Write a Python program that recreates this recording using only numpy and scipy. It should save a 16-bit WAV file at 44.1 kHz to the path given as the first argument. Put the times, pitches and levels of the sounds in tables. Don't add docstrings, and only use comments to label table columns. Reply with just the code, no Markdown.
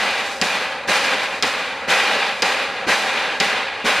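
import sys
import numpy as np
from scipy import signal
from scipy.fft import rfft, irfft
from scipy.io import wavfile
from scipy.ndimage import uniform_filter1d, map_coordinates

SR = 44100
rng = np.random.default_rng(int(sys.argv[2]) if len(sys.argv) > 2 else 0)


def wav_record(signal):
    frames = np.transpose(np.atleast_2d(signal))
    bounded = np.clip(frames, -1, 1)
    quanta = np.round(bounded * 32767).astype(np.int16)
    wavfile.write(sys.argv[1], SR, quanta)


N = 176400

# start in seconds; relative crack, blast, thump and flow levels in dB; flow drop in dB,
# exponent of the drop, relative hiss level in dB, hiss fade in dB per second.
SHARP_STROKES = [(0.4145, -2, 0.5, 4, 1, 16, 2.23, 2.5, 59), (1.4251, -1.5, 2.5, 0, 0, 16, 2.5, 0, 54),
                 (2.4219, -2, 1.5, 0, 3, 14, 1.55, 1.5, 56.5),
                 (3.4012, -2, 2.5, 4.5, 1.5, 11, 1.94, 0.5, 70)]
# start in seconds; relative rush, thump and flow levels in dB; then as above from flow drop.
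SOFT_STROKES = [(-.13, -6, -4, 1, 20.5, 4.3, -2, 17.5), (0.871, -3, 5.5, 3, 14.5, 2.8, 3.5, 35),
                (1.873, -4, 5, 3.5, 12.5, 4.2, 2, 30), (2.866, 1, 6, 0, 11, 9.2, 2.5, 39),
                (3.84, -0.5, 5.5, 2.5, 9, 3.7, 3, 41)]
# frequency in Hz, relative spectral density in dB.
CRACK_SPECTRUM = [(40, -39), (250, -17), (1500, -10), (3000, -3), (4000, -1.5), (5000, 2.5), (5700, -6),
                  (7300, -10.5), (8300, -18), (11000, -23.5), (12500, -31), (15500, -37)]
BLAST_SPECTRUM = [(60, -30), (200, -0.5), (450, 6), (1200, 2.5), (2300, 4.5), (3500, -1.5), (6000, -21.5),
                  (10000, -39), (15500, -42)]
RUSH_SPECTRUM = [(60, -40), (200, -18.5), (450, 10.5), (900, 7), (2100, 9), (3200, 2), (5000, -10.5),
                 (9000, -23.5), (15500, -36)]
THUMP_SPECTRUM = [(25, -35), (42, -18), (62, -10), (95, -11), (135, -16.5), (185, 5), (280, -4.5),
                  (450, 1.5), (1500, -43), (15500, -80)]
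FLOW_SPECTRUM = [(40, -71), (120, -38.5), (200, -8.5), (330, -7), (480, -2.5), (1100, -0.5), (2000, -1),
                 (3000, -2.5), (4300, -9.5), (6000, -23), (10000, -35.5), (15500, -57)]
HISS_SPECTRUM = [(300, -17), (2000, -20.5), (4000, 1.5), (5500, 0), (8000, -6.5), (10500, -11.5),
                 (13000, -19), (15500, -40)]
LEAK_SPECTRUM = [(40, -57), (130, -15), (195, -2.5), (330, -2), (520, 4.5), (1100, 1.5), (2400, -2),
                 (3200, -9.5), (4400, -11), (5500, -22), (9000, -29.5), (12000, -45), (15500, -49)]
RUMBLE_SPECTRUM = [(20, -11), (42, -20), (62, -1.5), (78, 1), (97, 1.5), (125, -1), (250, -13), (1000, -52)]
# frequency in Hz, width in Hz, gain in dB.
CHIMNEY_RESONANCES = [(202, 26, 0), (347, 59, -6), (537, 60, 4.5), (683, 46, -7), (793.5, 90, 6),
                      (1632, 110, 5.5), (1780, 54, -1.5), (1963, 120, 4), (2445, 164, 6.5), (2767, 33, 5),
                      (3184, 47, 4.5), (3270, 140, -4), (3511, 74, 8), (3620, 75, -8), (3833, 130, 5),
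                      (4440, 180, 4), (4610, 80, -13), (4710, 120, 7), (5220, 55, 1), (6470, 82, 4.5)]
# frequency in Hz, gain of the side signal in dB.
SIDE_SPECTRUM = [(100, -47), (1300, -96), (2400, -24.5), (4400, -11), (8000, -3.5), (15000, -6)]

SNAP_DB, CRACK_DB, BLAST_DB, RUSH_DB, THUMP_DB = 7, -12, -14.5, -17, -29.5
FLOW_DB, HISS_DB, LEAK_DB, RUMBLE_DB = -21.5, -29, -30, -54.5
SPUTTER_DB, SPUTTER_HZ, FLUTTER_DB, FLUTTER_HZ, SPIT_DB, SPIT_HZ = 0.5, 129, 0.82, 30, 0.5, 2500
RUSH_ATTACK_S, RUSH_PEAK_S, RUSH_WIDTH_S = 0.022, 0.041, 0.038
ECHO_DB, ECHO_T60_S, ECHO_DELAY_S = -10.5, 0.3, 0.015
TAPS = 8192


def undb(db):
    return 10 ** (np.asarray(db) / 20)


def curve_db(points):
    hz, db = np.array(points, float).T
    return np.interp(np.log(np.fft.rfftfreq(TAPS, 1 / SR) + 1), np.log(hz), db)


def minimum_phase(db):
    cepstrum = irfft(np.log(undb(db)))
    cepstrum[1:TAPS // 2] *= 2
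    cepstrum[TAPS // 2 + 1:] = 0
    return irfft(np.exp(rfft(cepstrum)))


def ring(x, response):
    lead_in = x[len(response) - 1:0:-1]
    return signal.fftconvolve(np.concatenate([lead_in, x]), response, mode="valid")


def colour(x, db):
    response = minimum_phase(db)
    return ring(x, response / np.sqrt(np.sum(response ** 2)))


def wander(hz):
    window = max(int(SR / hz), 1)
    drift = uniform_filter1d(rng.standard_normal(N), window, mode="wrap")
    drift = uniform_filter1d(drift, window, mode="wrap")
    return drift / drift.std()


def since(start):
    return np.maximum(np.arange(N) / SR - start, 0)


def puff(age, attack_s, decay_s):
    return np.minimum(age / attack_s, 1) * np.exp(-np.maximum(age - attack_s, 0) / decay_s)


def surroundings(x):
    t = np.arange(SR // 2) / SR
    tail = rng.standard_normal(len(t)) * (t > ECHO_DELAY_S) * np.exp(-np.log(1000) * t / ECHO_T60_S)
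    tail /= np.sqrt(np.sum(tail ** 2))
    tail = signal.sosfilt(signal.butter(1, 5000, fs=SR, output="sos"), tail)
    return x + undb(ECHO_DB) * ring(x, tail)


def boiler_rumble():
    return undb(RUMBLE_DB) * colour(rng.standard_normal(N), curve_db(RUMBLE_SPECTRUM))


def steam_leak():
    return undb(1.7 * wander(hz=27)), LEAK_SPECTRUM, LEAK_DB


def chimney(jets):
    hz = np.fft.rfftfreq(TAPS, 1 / SR)
    pipe_db = sum(db / (1 + (2 * (hz - centre) / width) ** 2) for centre, width, db in CHIMNEY_RESONANCES)
    spit = undb(SPIT_DB * wander(SPIT_HZ))
    spit /= np.sqrt(np.mean(spit ** 2))
    sound = np.zeros(N)
    for envelope, spectrum, db in jets:
        turbulence = envelope * spit * rng.standard_normal(N)
        sound += undb(db) * colour(turbulence, curve_db(spectrum) + pipe_db)
    return sound


def waver(x, spread_s=0.000419, hz=10.32):
    return map_coordinates(x, [np.arange(N) + spread_s * SR * wander(hz)], order=5, mode="mirror")


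def snaps():
    fronts = np.zeros(N)
    for start, crack_db, *_ in SHARP_STROKES:
        fronts[int(start * SR)] = undb(SNAP_DB + crack_db)
    return colour(fronts, curve_db(CRACK_SPECTRUM))


def cracks():
    envelope = sum(undb(CRACK_DB + crack_db) * puff(since(start), attack_s=0.00041, decay_s=0.0078)
                   for start, crack_db, *_ in SHARP_STROKES)
    return colour(envelope * rng.choice([-1, 1], N), curve_db(CRACK_SPECTRUM))


def blow_down(age, flow_db, drop_db, exponent, hiss_db, fade_db_per_s, valve_s, length_s):
    valve = np.minimum(age / valve_s, 1) * np.exp(-np.maximum(age - length_s, 0) / valve_s)
    flow = undb(flow_db - drop_db * (age / length_s) ** exponent)
    hiss = undb(hiss_db - fade_db_per_s * age)
    return valve * np.array([flow, hiss])


def air_pump():
    blast, rush, thump = np.zeros((3, N))
    steam = np.zeros((2, N))
    for start, _, blast_db, thump_db, *exhaust in SHARP_STROKES:
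        age = since(start)
        blast += undb(blast_db) * puff(age, attack_s=0.0076, decay_s=0.016)
        thump += undb(thump_db) * puff(age, attack_s=0.0022, decay_s=0.03)
        steam += blow_down(age, *exhaust, valve_s=0.034, length_s=0.42)
    for start, rush_db, thump_db, *exhaust in SOFT_STROKES:
        age = since(start)
        swell = np.exp(-0.5 * ((age - RUSH_PEAK_S) / RUSH_WIDTH_S) ** 2)
        rush += undb(rush_db) * np.minimum(age / RUSH_ATTACK_S, 1) * swell
        thump += undb(thump_db) * puff(age, attack_s=0.0022, decay_s=0.03)
        steam += blow_down(age, *exhaust, valve_s=0.026, length_s=0.53)
    flow, hiss = steam * undb(SPUTTER_DB * wander(SPUTTER_HZ) + FLUTTER_DB * wander(FLUTTER_HZ))
    return [(blast, BLAST_SPECTRUM, BLAST_DB), (rush, RUSH_SPECTRUM, RUSH_DB),
            (thump, THUMP_SPECTRUM, THUMP_DB), (flow, FLOW_SPECTRUM, FLOW_DB),
            (hiss, HISS_SPECTRUM, HISS_DB)]


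def scene():
    jets = air_pump() + [steam_leak()]
    mid = boiler_rumble()
    mid += waver(surroundings(chimney(jets)))
    mid += surroundings(snaps() + cracks())
    uncorrelated = surroundings(chimney(jets) + cracks())
    side = ring(uncorrelated, minimum_phase(curve_db(SIDE_SPECTRUM)))
    return np.array([mid + side, mid - side])


def record(dry):
    return signal.sosfilt(signal.ellip(8, 0.2, 70, 15500, fs=SR, output="sos"), dry)


dry = scene()
out = record(dry)
wav_record(out)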